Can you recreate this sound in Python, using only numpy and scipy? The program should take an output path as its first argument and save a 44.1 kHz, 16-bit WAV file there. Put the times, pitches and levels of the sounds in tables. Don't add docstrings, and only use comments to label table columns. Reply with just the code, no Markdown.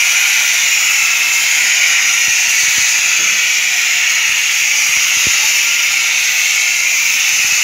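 import sys
import numpy as np
from scipy import signal
from scipy.fft import rfft, irfft, next_fast_len
from scipy.io import wavfile
from scipy.ndimage import uniform_filter1d

SR = 44100
rng = np.random.default_rng(int(sys.argv[2]) if len(sys.argv) > 2 else 0)


def pcm_store(signal):
    levels = np.round(np.clip(np.atleast_2d(signal), -1, 1) * 32767)
    wavfile.write(sys.argv[1], SR, levels.astype(np.int16).T)


def natural_amplitude(level_db):
    exponent = np.asarray(level_db, float) / 20
    return 10 ** exponent


N = 336483

# pitch in Hz, level in dB per Hz.
JET_SPECTRUM = [(310, -105), (520, -35.5), (721, -20), (1060, -24), (1410, -15), (1580, -18.5), (2070, -6),
                (2350, -4), (2750, -5), (3260, -9), (4270, -9.5), (6640, -1.5), (8220, -19.5), (11100, -19),
                (15600, -18)]
# centre in Hz, width in Hz, lift in dB.
PANEL_RESONANCES = [(660, 54, -0.5), (938, 110, 3.5), (1404, 134, 4), (2740, 100, 0.5), (3244, 430, -4.5),
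                    (5950, 450, 2.5), (6900, 1200, 2.5), (7730, 280, -4.5)]
RANGE_EDGES_HZ = [1080, 1700, 2450, 3200, 5300, 7700, 12000]
# time in seconds, nearness to the microphone in dB,
# jet laid flat along the slats in dB, drier steam in dB.
GUN_AIM = [(0, 3.5, -2.3, .5), (.5, 2.7, -2.1, -1.4), (1.0, 2.5, -0.4, -.4), (1.4, 1.5, -1, -1.5),
           (1.9, 2.5, -1, 4.2), (2.3, 1.5, 1.5, 1), (2.8, 2, 3, 1), (3.2, -2, 1.5, 1.3),
           (3.7, -4, -0.2, -0.2), (4.1, -5, -1, 1.7), (4.65, -2, 1.5, -2.5), (4.9, 1.5, 0.3, 0),
           (5.5, 2.3, 2.2, -2.5), (5.9, -3.5, -1.3, 1.3), (6.45, -2, 0.2, -3), (6.8, -3, 0.1, -0.5),
           (7.1, -1, 1.4, -3.5), (7.63, 2, 0.5, -2.5)]
# level in dB, then dB of change per dB of nearness,
# of flat aim and of dryness.
JET_RANGES = [
    (-39.5, 0.34, -0.061, 0.17),
    (-33, 0.71, -0.66, .33),
    (-20.5, .04, -0.17, 0.76),
    (-21, .16, -0.077, -0.37),
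    (-29, 0.31, 0.16, 0.34),
    (-21, .33, 0.92, 0.21),
    (-31, 0.74, -0.13, -0.07),
    (-29.5, .3, -0.02, -.64),
]
# pitch in Hz, level in dB per Hz.
RUMBLE_SPECTRUM = [(18, -50), (30, -18), (97, -2.5), (204, -1), (453, -2), (509, 1.5), (650, -14),
                   (840, -31), (1430, -120)]
# middle in seconds, low edge in Hz, high edge in Hz, level in dB.
SIDE_FLECKS = [
    (.118, 6800, 8300, -30),
    (.141, 14500, 15750, -40),
    (.164, 6300, 7600, -24),
    (.884, 11700, 13100, -39),
    (1.209, 14500, 15750, -44),
    (2.881, 13100, 14500, -41),
    (2.881, 6900, 8200, -29),
    (3.09, 13100, 14500, -42),
    (3.601, 9000, 10400, -43),
]
# start in seconds, peak in dB, sharpness in Hz.
MIST_PUFFS = [(0.632, -35, 250), (1.026, -34, 250), (2.280, -24.5, 250), (2.305, -34, 350), (2.4, -38, 250),
              (2.477, -35, 300), (2.632, -30, 350), (2.681, -29, 350), (2.781, -21.5, 350),
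              (2.819, -32, 350), (2.988, -34, 300), (3.025, -36, 200), (3.061, -32, 250), (4.293, -32, 250),
              (4.322, -34, 250), (4.616, -35, 300), (4.892, -32, 300), (4.969, -28.5, 350),
              (5.169, -28, 300), (5.256, -39, 400), (5.2683, -13.5, 420), (5.446, -36, 400),
              (6.966, -39, 250), (7.328, -33, 200), (7.377, -37, 250), (7.394, -32, 250), (7.445, -28, 250),
              (7.502, -34, 250), (7.525, -29, 220)]
# start in seconds, peak in dB, length in seconds.
KNOCK_CONTACTS = [
    (3.188, -41, 0.033),
    (3.25, -47, 0.092),
]
# pitch in Hz, level in dB, time to fall 60 dB in seconds.
KNOCK_MODES = [(133, -6.5, .3), (200, -5, 0.34), (314, -2, .15), (350, -4, 0.13), (447, -1, .12),
               (610, 0, 0.044)]
# start in seconds, peak in dB, length in seconds.
RATTLE_CONTACTS = [
    (4.765, -41, 0.011),
    (5.405, -41., 0.013),
    (5.43, -35, 0.018),
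]
# pitch in Hz, level in dB, time to fall 60 dB in seconds.
PANEL_MODES = [(445, -8, .06), (620, 2, 0.054), (873, 5, .09)]

JET_POSE_S, MIST_POSE_S = 0.3, 0.09
HOOD_T60_S, HOOD_DB = 0.19, -0.5
SLAT_T60_S, SLAT_DB = 0.0092, 0
WANDER_DB, WANDER_PER_S = 0.63, 2.2
RUMBLE_DB, RUMBLE_SHARE = -48.5, 0.2
DENT_S, SPIT_DB = 0.0012, -7
REBOUND_HZ, REBOUND_T60_S, REBOUND_DB = 66, 0.048, 5
MIC_CUT_HZ = 27
CONTROL_SHARE, CONTROL_DB = 0.23, -11


def rms_one(x):
    return x / np.sqrt(np.mean(x ** 2) + 1e-20)


def in_time(rows):
    s, *columns = np.transpose(rows)
    return [np.interp(np.arange(N) / SR, s, column) for column in columns]


def low_part(x, cut_hz):
    return signal.sosfiltfilt(signal.butter(4, cut_hz, fs=SR, output="sos"), x)


def coloured(x, points, lifts=()):
    size = next_fast_len(N)
    hz = np.maximum(np.arange(size // 2 + 1) * SR / size, 1)
    points_hz, points_db = np.transpose(points)
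    level_db = np.interp(np.log(hz), np.log(points_hz), points_db)
    for centre_hz, width_hz, lift_db in lifts:
        level_db = level_db + lift_db / (1 + (2 * (hz - centre_hz) / width_hz) ** 2)
    return irfft(rfft(x, size) * natural_amplitude(level_db), size)[:N]


def drift(rate_hz):
    r = np.exp(-80 * np.pi * rate_hz / SR)
    noise = rng.standard_normal(N // 40 + 2002)
    slow = signal.lfilter([1], [1, -2 * r, r * r], noise)[2000:]
    return np.interp(np.arange(N) / 40, np.arange(len(slow)), rms_one(slow))


def hood(x, pose_s):
    length = 8192
    pose = np.arange(N) / SR / pose_s
    age = np.arange(length) / SR
    fall = natural_amplitude(-60 * age / HOOD_T60_S) + natural_amplitude(SLAT_DB - 60 * age / SLAT_T60_S)
    patterns = rng.standard_normal((120, length)) * fall / np.sqrt(np.sum(fall ** 2))
    padded = np.concatenate([rng.standard_normal(length), x])
    out = x.copy()
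    for k in range(int(pose[-1]) + 2):
        a, b = np.searchsorted(pose, [k - 1, k + 1])
        echo = signal.fftconvolve(padded[a + 1:b + length], patterns[k % len(patterns)], "valid")
        fade = np.cos(np.pi / 2 * (pose[a:b] - k))
        out[a:b] += natural_amplitude(HOOD_DB) * echo * fade
    return out


def jet():
    near_db, flat_db, dry_db = in_time(GUN_AIM)
    steam = hood(rng.standard_normal(N), JET_POSE_S)
    mist = hood(rng.standard_normal(N), MIST_POSE_S)
    rest = coloured(mist + low_part(steam - mist, 8620), JET_SPECTRUM, PANEL_RESONANCES)
    flutter = drift(25)
    core_db = -0.13 * flutter
    spray_db = 0.63 * flutter + 0.34 * drift(5.3)
    fine_db = 0.56 * flutter + 0.63 * drift(25)
    finest_db = 0.4 * flutter + 1.1 * drift(25)
    flickers = [0.56 * drift(9), 0.7 * drift(11), core_db, core_db, spray_db, spray_db, fine_db, finest_db]
    out = 0
    for cut_hz, row, flicker_db in zip(list(RANGE_EDGES_HZ) + [None], JET_RANGES, flickers):
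        mean_db, near, flat, dryness = row
        part = rest if cut_hz is None else low_part(rest, cut_hz)
        rest = rest - part
        part = part / np.sqrt(uniform_filter1d(part ** 2, size=8820) + 1e-20)
        held_db = near * near_db + flat * flat_db + dryness * dry_db
        wander_db = WANDER_DB * drift(WANDER_PER_S)
        out = out + part * natural_amplitude(mean_db + held_db + wander_db + flicker_db)
    return out


def rumble():
    near_db = in_time(GUN_AIM)[0]
    air = rms_one(coloured(rng.standard_normal(N), RUMBLE_SPECTRUM))
    return air * natural_amplitude(RUMBLE_DB + RUMBLE_SHARE * near_db + 1.3 * drift(12))


def side_flecks():
    out = np.zeros(N)
    swell = np.sin(np.pi * np.arange(2048) / 2048) ** 2
    for s, low_hz, high_hz, side_db in SIDE_FLECKS:
        band = signal.butter(6, [low_hz, high_hz], "band", fs=SR, output="sos")
        fleck = signal.sosfiltfilt(band, rng.standard_normal(2048))
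        at = round(s * SR) - 1024
        out[at:at + 2048] += natural_amplitude(side_db) * rms_one(fleck) * swell
    return out * [[1], [-1]]


def puffs():
    out, t = np.zeros(N), np.arange(4000) / SR
    late = t - DENT_S
    rebound = natural_amplitude(REBOUND_DB - 60 * late / REBOUND_T60_S) * np.cos(2 * np.pi * REBOUND_HZ * late)
    shape = np.where(late < 0, -1.8, rebound)
    bright = signal.butter(4, 9000, "high", fs=SR, output="sos")
    for s, peak_db, sharp_hz in MIST_PUFFS:
        push = signal.sosfilt(signal.butter(2, 1.5 * sharp_hz, fs=SR, output="sos"), shape)
        droplets = signal.sosfilt(bright, rng.standard_normal(4000))
        push += natural_amplitude(SPIT_DB - 60 * t / 0.012) * droplets
        at = round(s * SR)
        out[at:at + len(push)] += natural_amplitude(peak_db - 6.5) * push[:N - at]
    return out


def ring(push, hz, t60_s):
    r, w = natural_amplitude(-60 / (t60_s * SR)), 2 * np.pi * hz / SR
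    return signal.lfilter([0, np.sin(w)], [1, -2 * r * np.cos(w), r * r], push + 1e-18)


def dragging_contacts(contacts, modes):
    t, drag = np.arange(N) / SR, np.zeros(N)
    for s, peak_db, length_s in contacts:
        touching = (t > s) * (t < s + 2 * length_s)
        drag += natural_amplitude(peak_db - 6 * np.maximum(t - s, 0) / length_s) * touching
    out = np.zeros(N)
    for hz, level_db, t60_s in modes:
        out += natural_amplitude(level_db - 21.5) * ring(drag * rng.standard_normal(N), hz, t60_s)
    return out


def knock():
    return dragging_contacts(KNOCK_CONTACTS, KNOCK_MODES)


def rattle():
    return dragging_contacts(RATTLE_CONTACTS, PANEL_MODES)


def scene():
    mono = jet() + rumble() + puffs() + knock() + rattle()
    return np.array([mono, mono])


def low_pass(x):
    return signal.sosfilt(signal.butter(12, 15820, fs=SR, output="sos"), x)


def record(dry):
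    cut = signal.sosfilt(signal.butter(2, MIC_CUT_HZ, "high", fs=SR, output="sos"), dry)
    level_db = 10 * np.log10(uniform_filter1d(cut ** 2, size=2200, axis=1) + 1e-12)
    evened = cut * natural_amplitude(CONTROL_SHARE * (CONTROL_DB - level_db))
    limited = evened / (1 + evened ** 8) ** (1 / 8)
    top_cut = signal.ellip(12, 0.3, 80, 15730, fs=SR, output="sos")
    mix = signal.sosfiltfilt(top_cut, limited) + side_flecks()
    return low_pass(mix)


dry = scene()
out = record(dry)
pcm_store(out)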